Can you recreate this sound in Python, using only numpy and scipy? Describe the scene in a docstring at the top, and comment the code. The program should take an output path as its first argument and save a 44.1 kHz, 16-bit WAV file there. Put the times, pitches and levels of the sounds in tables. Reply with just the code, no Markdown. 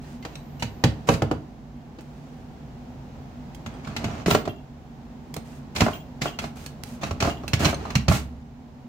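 """Three wooden kitchen drawers are pulled and pushed shut in turn, close to a hand-held microphone.
Filtered noise makes room air and a low hum throughout; from the start, strokes of gritty noise scrape
and tiny taps rattle. A thin whistle (0.18-0.88 s), ringing clicks and the first drawer's knocks follow.
The second drawer knocks after 3 s, joined by ringing metal fittings from 4.3 s, and the third after 6.5 s.
Knocks and rings are decaying tones and noise bursts; a small room answers all the drawer sounds."""
import sys
import numpy as np
from scipy import signal
from scipy.fft import rfft, irfft, next_fast_len
from scipy.io import wavfile
from scipy.ndimage import uniform_filter1d

SR = 44100
rng = np.random.default_rng(int(sys.argv[2]) if len(sys.argv) > 2 else 0)


def unload_audio(sound):
    """Save the sound as a 16-bit wav file, at the path given as the first command line argument."""
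    columns = np.transpose(np.atleast_2d(sound))
    # keep every value between -1 and 1, then stretch to whole-number steps
    steps = np.round(np.clip(columns, -1, 1) * 32767)
    wavfile.write(sys.argv[1], SR, steps.astype(np.int16))


N = 391608
T = np.arange(2 ** 14) / SR  # time axis of one short sound, in seconds


def amp(db):
    """Turns decibels into gain."""
    return 10 ** (np.asarray(db) / 20)


def read(points, hz):
    """Reads a table along straight lines on a log-frequency axis."""
    f, value = np.transpose(points)
    return np.interp(np.log(hz + 1), np.log(f), value)


def evened(x):
    """Scales a sound to rms 1."""
    return x / np.sqrt(np.mean(x ** 2) + 1e-20)


def struck(x, size=600):
    """Scales a sound so that its first samples, the attack, have rms 1."""
    return x / np.sqrt(np.mean(x[..., :size] ** 2) + 1e-20)


def add(mix, s, sound, pan_db=0):
    """Places a sound at time s; a positive pan leans left, a negative one right."""
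    part = mix[:, max(round(s * SR), 0):][:, :sound.shape[-1]]
    panned = sound * amp([[pan_db / 2], [-pan_db / 2]])
    part += panned[:, :part.shape[1]]


# how alike left and right are: (pitch_hz, likeness from 0 to 1)
LIKENESS = [(30, 0.11), (70, 0.99), (300, 0.88), (650, 0.56), (1200, 0.06), (3000, 0.031), (12000, 0.03)]


def colour(pair, spectrum):
    """Filters two unrelated signals into a coloured stereo pair, nearly mono in much of the bass."""
    hz = np.fft.rfftfreq(pair.shape[1], 1 / SR)
    a, b = rfft(pair)
    same = np.clip(read(LIKENESS, hz), -1, 1)
    right = same * a + np.sqrt(1 - same ** 2) * b
    coloured = np.array([a, right]) * amp(read(spectrum, hz))
    return evened(irfft(coloured, pair.shape[1]))


def fade(t60, rise, t=T):
    """A quick rise and an exponential decay that falls 60 dB in t60 seconds."""
    decay = np.exp(-np.log(1000) * t / max(t60, 1e-3))
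    return decay * (1 - np.exp(-t / max(rise, 1e-5)))


def burst(spectrum, t60, rise):
    """Fading noise stands for countless close vibrations struck together."""
    noise = rng.standard_normal((2, len(T)))
    return struck(colour(noise, spectrum) * fade(t60, rise))


def ring(modes, rise, vary_db, spread, detune=0.016):
    """Separate fading tones; strength and pitch vary per hit, and higher tones differ more in phase."""
    out = np.zeros((2, len(T)))
    for hz, db, t60 in modes:
        strength, shift, left, right = rng.standard_normal(4)
        phase = spread * min((hz / 1100) ** 2, 2) * np.array([[left], [right]])
        t = T[:np.searchsorted(T, t60)]  # until the tone has died away
        wave = np.sin(2 * np.pi * hz * (1 + detune * shift) * t + phase)
        out[:, :len(t)] += amp(db + vary_db * strength) * fade(t60, rise, t) * wave
    return struck(out)


# tone colour of the room air, relative: (pitch_hz, level_db)
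AIR_COLOUR = [(20, -18), (53, -1), (80, -1.5), (108, -7.5), (141, 1.5), (175, -7), (242, -3), (285, -12),
              (560, -17), (780, -14.5), (1200, -25), (3300, -34.5), (7000, -41), (9000, -52), (15500, -49)]
# rise and fall of the air, used as 0.8 times the difference from the median: (time_s, level_db)
AIR_SWELL = [(0, -53), (1.0, -48.5), (1.6, -55.5), (2.6, -52), (3.6, -50), (4.7, -55), (5.4, -52),
             (6.7, -51.5), (7.8, -44.5), (8.501, -57.5), (8.88, -56)]
# low hum lines, before the slight lean: (pitch_hz, width_hz, level_db)
HUM_LINES = [(55.4, 6, -56), (146, 10.7, -51), (242.2, 27.6, -47)]


def background(rumble_db=-59):
    """Coloured noise is the air, narrow noise bands the wavering hum, low noise a faint rumble per side."""
    s, db = np.transpose(AIR_SWELL)
    swell = amp(0.8 * np.interp(np.arange(N) / SR, s, db - np.median(db)))
    size = next_fast_len(N)
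    air = amp(-42) * swell * colour(rng.standard_normal((2, size)), AIR_COLOUR)[:, :N]
    hz = np.fft.rfftfreq(size, 1 / SR)
    hum = 0
    for centre, width, level_db in HUM_LINES:
        narrow = 1 / (1 + (2 * (hz - centre) / width) ** 2)
        line = irfft(rfft(rng.standard_normal(size)) * narrow, size)[:N]
        hum = hum + amp(level_db) * evened(line)
    low_pass = signal.butter(2, 70, fs=SR, output="sos")
    rumble = signal.sosfilt(low_pass, rng.standard_normal((2, N)))
    lean_right = amp([[-.7], [.7]])
    return (air + hum) * lean_right + amp(rumble_db) * evened(rumble)


STROKE_ATTACK_S, STROKE_RELEASE_S = 0.0074, 0.024  # linear rise; time constant of the dying away
STROKE_ARCH_DB = 2.5  # friction is strongest mid-stroke


def effort(t, length):
    """A stroke starts quickly, arches while the hand moves, and dies away."""
    arch_db = -STROKE_ARCH_DB * (2 * np.minimum(t / length, 1) - 1) ** 2
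    attack = np.minimum(t / STROKE_ATTACK_S, 1)
    release = np.exp(-np.maximum(t - length, 0) / STROKE_RELEASE_S)
    return attack * amp(arch_db) * release


# strokes of sliding and rustling, levels relative: (start_s, length_s, effort_db, brightness_db)
STROKES = [(.01, 0.15, -45.5, 7), (.23, 0.16, -45, -2), (1.069, 0.075, -26, 8.5), (2.002, 0.44, -55, 7),
           (3.66, 0.17, -43, -18), (3.831, 0.14, -37.5, -12), (3.981, 0.24, -32.5, -15),
           (4.266, 0.089, -20.5, 5.5), (5.444, 0.14, -49.5, 14), (5.748, .11, -25.5, 7),
           (5.88, 0.083, -36, 7), (6.209, 0.074, -27, 5.5), (6.412, 0.05, -31.5, 4),
           (6.553, 0.13, -42.5, 14), (6.854, .1, -48, 19.5), (7.009, .08, -29.5, 0), (7.2, 0.098, -22, 0),
           (7.59, 0.11, -19, 4), (7.78, .17, -35.5, -13), (8.09, 0.083, -22, 11.5)]
# colours of the dense vibration of each part, relative: (pitch_hz, level_db)
# heavy drawer frame
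CARCASS = [(25, -25), (55, -29), (85, -4), (150, -2.5), (240, -16.5), (400, -38), (900, -62)]
# thin wooden boards
PANEL = [(130, -14), (260, 2), (400, -3.5), (520, -9), (660, -1), (950, -9), (1350, -11), (1900, -24),
         (4000, -54)]
# touching surfaces
CONTACT = [(600, -7), (1300, -3), (1800, -1), (2200, 0.5), (2700, 2), (3400, -4.5), (4300, -4),
           (5500, -7.5), (6600, -6.5), (8000, -16.5), (10000, -32), (16000, -39)]
# sharp treble of a contact
SNAP = [(4000, -5), (7500, -2.5), (8600, -3.5), (10500, -9), (13000, -7), (15500, -10.5), (17000, -12)]
GRIT_DB, WOOD_DB, BOOM_DB, FIZZ_DB = -15.5, -10.5, -12, -25  # before effort and brightness
WOOD_PER_BRIGHT = -0.29  # a bright, light rub shakes the wood less


def slides(slips_per_s=700, smooth=0.5):
    """Many tiny slips swell and fade with each push, shaking every part of the drawer."""
    out = np.zeros((2, N))
    t = np.arange(2 * len(T)) / SR
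    for s, length, effort_db, bright_db in STROKES:
        sizes = amp(3.5 * np.minimum(rng.exponential(1, len(t)), 3))
        slips = (rng.random(len(t)) < slips_per_s / SR) * sizes
        drive = (slips + smooth) * rng.standard_normal((2, len(t)))
        shake_db = WOOD_PER_BRIGHT * bright_db
        grit = amp(GRIT_DB) * colour(drive, CONTACT)
        wood = amp(WOOD_DB + shake_db) * colour(drive, PANEL)
        boom = amp(BOOM_DB + shake_db) * colour(drive, CARCASS)
        fizz = amp(FIZZ_DB + bright_db) * colour(drive, SNAP)
        sound = grit + wood + boom + fizz
        add(out, s, amp(effort_db) * effort(t, length) * sound, pan_db=-2.0)
    return out


# time the echoes take to fall 60 dB: (pitch_hz, decay_s)
ROOM_DECAY = [(80, 0.79), (210, 0.29), (560, 0.37), (1500, 0.27), (3900, 0.26), (7000, 0.21), (12000, 0.29)]
# how strongly the room answers: (pitch_hz, level_db)
ROOM_SEND = [(60, -19.5), (200, -3), (600, -9), (1500, -6.5), (4000, -6), (12000, -10.5)]


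def room(x):
    """Dense reflections of a small kitchen: noise whose bands each die at their own speed."""
    flat = [(20, 0), (20000, 0)]
    taps = colour(rng.standard_normal((2, len(T))), flat)
    hz, t, z = signal.stft(taps, SR, nperseg=256)
    t60 = np.maximum(read(ROOM_DECAY, hz), .05)[:, None]
    unit_energy = np.sqrt(2 * np.log(1000) / (t60 * SR))
    decay = np.exp(-np.log(1000) * t / t60)
    z *= unit_energy * amp(read(ROOM_SEND, hz))[:, None] * decay
    onset = np.clip((T - .004) / 0.0039, 0, 1)  # silent for 4 ms, then fades in
    tail = signal.istft(z, SR, nperseg=256)[1][:, :len(T)] * onset
    return signal.fftconvolve(x, tail, axes=1)[:, :N]


def rattles(count=4, rattle_db=-16, t60=0.076, wood_db=-12):
    """Loose contents tap against each other and the drawer floor during every stroke."""
    out = np.zeros((2, N))
    for s, length, effort_db, _ in STROKES:
        times = length * rng.random(count)
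        for when, (size, pitch) in zip(times, rng.standard_normal((count, 2))):
            hz = 1700 * np.exp(.35 * pitch)
            modes = [(hz, 0, t60), (hz * 1.47, -2, t60), (hz * 2.5, -5, t60)]
            tap = amp(rattle_db) * ring(modes, rise=0.00016, vary_db=2.0, spread=0.64)
            wood = amp(wood_db) * burst(PANEL, t60=0.031, rise=0.00072)
            level = amp(effort_db + 2 * size) * effort(when, length)
            add(out, s + when, level * (tap + wood), pan_db=-1.0)
    return out


def squeal(start=0.18, end=0.88, start_hz=14600, end_hz=13700, waver_hz=330, level_db=-68):
    """A dry runner of the first drawer whistles: a faint tone that sinks and wavers in pitch."""
    count = round((end - start) * SR)
    drift = evened(uniform_filter1d(rng.standard_normal(count), size=60))
    pitch = np.linspace(start_hz, end_hz, count) + waver_hz * drift
    whistle = np.sin(2 * np.pi * np.cumsum(pitch) / SR)
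    out = np.zeros((2, N))
    add(out, start, amp(level_db) * signal.windows.tukey(count, 1 / 10) * whistle)
    return out


# light clicks of handles and small things: (start_s, level_db, brightness_db, decay_s, pitch_hz)
CLICKS = [(0.2252, -35, -10, 0.089, 2040), (.3547, -29, -7, 0.029, 3910), (0.5966, -33, 0, 0.16, 2800),
          (.626, -24, -6, .06, 2760), (2.0078, -45.5, 8, 0.035, 1400), (3.5473, -38.5, 6.5, 0.029, 3320),
          (3.8472, -34, -15, .05, 2280), (5.341, -31.5, 10.5, .02, 3330), (5.365, -29, 6.5, 0.021, 4200),
          (6.6618, -29.5, 8, 0.023, 4390), (6.8354, -33.5, 14.5, 0.0091, 2720),
          (7.039, -22.5, -15, 0.045, 2595), (7.479, -22.5, 3, 0.035, 2790),
          (7.7434, -23.5, -12, .045, 4210)]
# ring of a small object, relative: (multiple of its pitch, level_db)
SMALL_MODES = [(1, 1.5), (1.5, -4), (2.15, -6.5)]
CLICK_SNAP_DB, CLICK_LEAN_PER_DB = -20, -0.3  # brighter clicks lean further right


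def clicks(body_db=-22):
    """Small hard contacts ring briefly and barely move the wood."""
    out = np.zeros((2, N))
    for s, click_db, bright_db, t60, hz in CLICKS:
        modes = [(hz * multiple, db, t60) for multiple, db in SMALL_MODES]
        touch = amp(-15) * burst(CONTACT, t60, rise=0.00096)
        tone = amp(-15) * ring(modes, rise=0.00034, vary_db=1.5, spread=0.54)
        wood = amp(body_db) * burst(PANEL, t60=0.03, rise=.0007)
        snap = amp(CLICK_SNAP_DB + bright_db) * burst(SNAP, t60 * 1.7, rise=0.00027)
        sound = touch + tone + wood + snap
        add(out, s, amp(click_db) * sound, CLICK_LEAN_PER_DB * bright_db - 3.5)
    return out


def panels(modes, upper_db, lower_db, tones_db=-10.5, dense_db=-12):
    """Where the blow lands decides whether the low or the high panel tones speak most."""
    def favour(hz):
        """Slides from the lower to the upper strength between 400 and 750 Hz."""
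        return read([(400, lower_db), (750, upper_db)], hz)

    struck_modes = [(hz, db + favour(hz), t60) for hz, db, t60 in modes]
    tones = ring(struck_modes, rise=.0007, vary_db=1, spread=.8, detune=.02)
    dense_colour = [(hz, db + favour(hz)) for hz, db in PANEL]
    dense = burst(dense_colour, t60=0.064, rise=0.00031)
    strength = np.hypot(amp(upper_db), amp(lower_db))
    return strength * (amp(tones_db) * tones + amp(dense_db) * dense)


# blows on wood; weight favours the frame, hardness the contact, depth the low panel tones:
# (start_s, strength_db, weight_db, hardness_db, depth_db), all relative
KNOCKS = [(.25, -26.5, -18, -7.5, -6), (.623, -23, 0, -1.5, -7), (.838, -12, 0, -4.5, 0),
          (1.088, -5.5, -6.5, -14, -4.5), (1.138, -32, 12, 2.5, 0), (1.22, -12, -5.5, -16.5, -4),
          (1.312, -15, -2.5, -18.5, 0), (1.986, -41.5, -15, -5, 7.5), (3.661, -29, -3, -7, -15),
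          (3.872, -28, -5, -12, -44), (3.964, -28, 2, 3.5, -6), (4.042, -25.5, -0.5, -2.5, -2),
          (4.26, -20, 2, -4.5, -4), (4.282, -17.5, -26, -21, 5.5), (4.309, -11.5, -9.5, -7, -12),
          (4.348, -9, -22, -12.5, 3), (4.453, -28, -3.5, -9, -8), (4.476, -20.5, -8.5, -17.5, 4),
          (5.364, -27, -6, -15, 5), (5.761, -29, 0, 6, -17), (5.806, -14, -1, -1, -5),
          (5.818, -12.5, -6.5, -14, -1), (5.863, -11.5, -20, -22, -8.5), (5.882, -16, -15, -21, -7),
          (6.217, -27, 2, 4.5, -5), (6.257, -17.5, -20, -18, -10.5), (6.388, -27, -6, 2, -36),
          (6.44, -24.5, -11, -12, -11.5), (7.033, -21, -4.5, -9, -16), (7.109, -24.5, 1.5, -8.5, 3),
          (7.203, -32.5, -10, 10.5, 0), (7.224, -16.5, -3.5, -6.5, -1), (7.247, -16.5, -22, -17, -0.5),
          (7.273, -17.5, -4, -29, 2), (7.435, -29.5, -14, -19, -2), (7.533, -24.5, 10, 7.5, -3),
          (7.604, -25.5, 8, -6, 2.5), (7.646, -22.5, -10, 3.5, -3), (7.653, -14.5, 0, -1.5, -4.5),
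          (7.729, -19, -14, -21, -1), (7.852, -25.5, -20, -19, -32), (7.903, -28.5, -29, -4.5, -27),
          (7.953, -21.5, 9.5, 4.5, -25), (8.082, -16.5, 10, -2.5, 0), (8.114, -13.5, -5, -26, -9.5)]
# tones of each drawer with its frame, relative: (pitch_hz, level_db, decay_s)
FIRST = [(70.3, -11, 0.38), (106.3, -5.5, 0.29), (136, 4, 0.14), (161.6, -6.5, 0.15), (240.5, -2, 0.13),
         (311, 11, 0.074), (435, -3.5, 0.22), (482.6, 8, 0.085), (558, 0.5, 0.13), (638, -10, 0.29),
         (790, -2, 0.11), (908, 5, 0.054), (957, 0, 0.052), (1290, -11, 0.092)]
SECOND = [(71, -19, 0.23), (93.2, -7.5, 0.16), (141, -4, 0.13), (225.2, -6.5, 0.17), (301, 2, 0.05),
          (383, 5.5, 0.037), (617, -1.5, 0.065), (674, -3, 0.05), (835, -10.5, .05), (1120, -5, 0.04),
          (1356, 1, 0.019)]
THIRD = [(67.4, -17, 0.96), (90.8, -4, 0.22), (111.5, 1.5, 0.1), (134.2, -1.5, 0.18), (199.4, -6.5, 0.13),
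         (291, 2, 0.082), (372, 1, 0.11), (574, 3.5, 0.086), (662, 6.5, 0.066), (783, -1, 0.068),
         (1066, 4.5, 0.042), (1188, -0.5, 0.083), (1304, 1, 0.061)]
# short clack of the runners and stops of each drawer, relative: (pitch_hz, level_db, decay_s)
FIRST_CLACK = [(1757, 5, 0.037), (2656, -1, 0.092), (2910, -2, 0.051), (3220, 0, 0.043), (4020, 2, 0.03),
               (4770, 5, 0.032)]
SECOND_CLACK = [(2083, 10, 0.047), (3500, 2, 0.061), (3910, -1.5, 0.038), (4220, 6, 0.04),
                (5050, 4.5, 0.038), (6370, -28, .04)]
THIRD_CLACK = [(1850, -4, 0.049), (2200, -3, 0.035), (2630, 1, 0.027), (4260, 9, 0.024), (5520, 2, .04),
               (6500, -6, 0.049)]
SECOND_FROM_S, THIRD_FROM_S = 3.0, 6.5  # later blows belong to the next drawer
SPLIT_HZ = 260  # frame tones lie below, panel tones above
FIRM_DB, CRACK_T60_S = -20, 0.039  # a firm blow cracks this long; weaker ones chatter longer
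CRACK_HALVING_DB = 32  # a blow this much stronger cracks half as long
SNAP_DB, LEAN_PER_DB = -18.5, -0.18  # snap before the contact level; stronger blows lean further right


def knocks():
    """The contact cracks and the panels knock together; the heavy frame swells a moment later."""
    out = np.zeros((2, N))
    drawers = [(FIRST, FIRST_CLACK), (SECOND, SECOND_CLACK), (THIRD, THIRD_CLACK)]
    for s, strength_db, weight_db, hardness_db, depth_db in KNOCKS:
        modes, stops = drawers[int(s > SECOND_FROM_S) + int(s > THIRD_FROM_S)]
        low_modes = [m for m in modes if m[0] < SPLIT_HZ]
        high_modes = [m for m in modes if m[0] >= SPLIT_HZ]
        t60 = CRACK_T60_S * 2 ** ((FIRM_DB - strength_db) / CRACK_HALVING_DB)
        pan_db = LEAN_PER_DB * (strength_db - FIRM_DB)
        thud = ring(low_modes, rise=0.0052, vary_db=1, spread=5.2, detune=0.023)
        # countless weaker frame vibrations blur the boom
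        thud = thud + amp(-5.0) * burst(CARCASS, t60=0.13, rise=0.0079)
        panel = panels(high_modes, strength_db, strength_db + depth_db)
        clack = amp(-11.5) * ring(stops, rise=0.00049, vary_db=2, spread=1.0, detune=0.022)
        crack = amp(-5.0) * burst(CONTACT, t60, rise=0.0031)
        snap = amp(SNAP_DB) * burst(SNAP, t60 * 2.2, rise=0.00033)
        contact = amp(strength_db + hardness_db)
        add(out, s + 0.0024, amp(strength_db + weight_db - 5) * thud, pan_db=-2.0)
        add(out, s, panel, pan_db=-1.0)
        add(out, s, contact * (crack + clack), pan_db - 2.5)
        add(out, s, contact * snap, pan_db - 5.5)
    return out


# a hanging metal handle is jolted: (start_s, level_db, top_ring_db)
PINGS = [(4.3028, -20.5, -19), (4.49, -30.5, -42), (5.932, -28, -23), (6.259, -22.5, -36),
         (7.3015, -24, -36), (7.6528, -25, -31), (8.153, -35, -34)]
# ring of the metal fittings, relative: (pitch_hz, level_db, decay_s)
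METAL = [(2740, -14, 0.038), (2790, 0.5, 0.094), (3120, -1, 0.039), (3294, 4.5, 0.03), (7100, -10, 0.045),
         (12300, -17, 0.07)]
# colour of their thin top ring, relative: (pitch_hz, level_db)
METAL_TOP = [(13500, -45), (14700, -14), (15000, 0), (15250, -17), (15700, -40)]
SWING_S, SWING_LOSS_DB = .07, -14  # it swings back and taps again, more softly


def pings(count=3):
    """Metal fittings chatter and ring briefly after a jolt, and again as they swing back."""
    out = np.zeros((2, N))
    for s, ping_db, top_db in PINGS:
        for swing in range(2):
            level = amp(ping_db + swing * SWING_LOSS_DB)
            delays = np.r_[0, rng.random(count - 1)] * .025  # seconds
            for delay in delays:
                low = amp(-16.0) * ring(METAL, rise=0.00053, vary_db=6.5, spread=1.88, detune=0.023)
                top = amp(top_db) * burst(METAL_TOP, t60=0.16, rise=0.0018)
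                add(out, s + swing * SWING_S + delay, level * (low + top), pan_db=0.5)
    return out


def scene():
    """The drawers and their echoes in the room, over the air and hum."""
    drawers = knocks() + clicks() + slides() + rattles() + pings() + squeal()
    return drawers + room(drawers) + background()


def record(dry, low_hz=32, edge_hz=15900):
    """The microphone's bass roll-off, the full-scale limit, then a treble cut-off."""
    bass_cut = signal.butter(2, low_hz, "high", fs=SR, output="sos")
    sound = signal.sosfilt(bass_cut, dry)
    edge = signal.firwin(511, edge_hz, window=("kaiser", 9), fs=SR)
    return signal.oaconvolve(np.clip(sound, -1, 1), edge[None], "same")


dry = scene()
out = record(dry)
unload_audio(out)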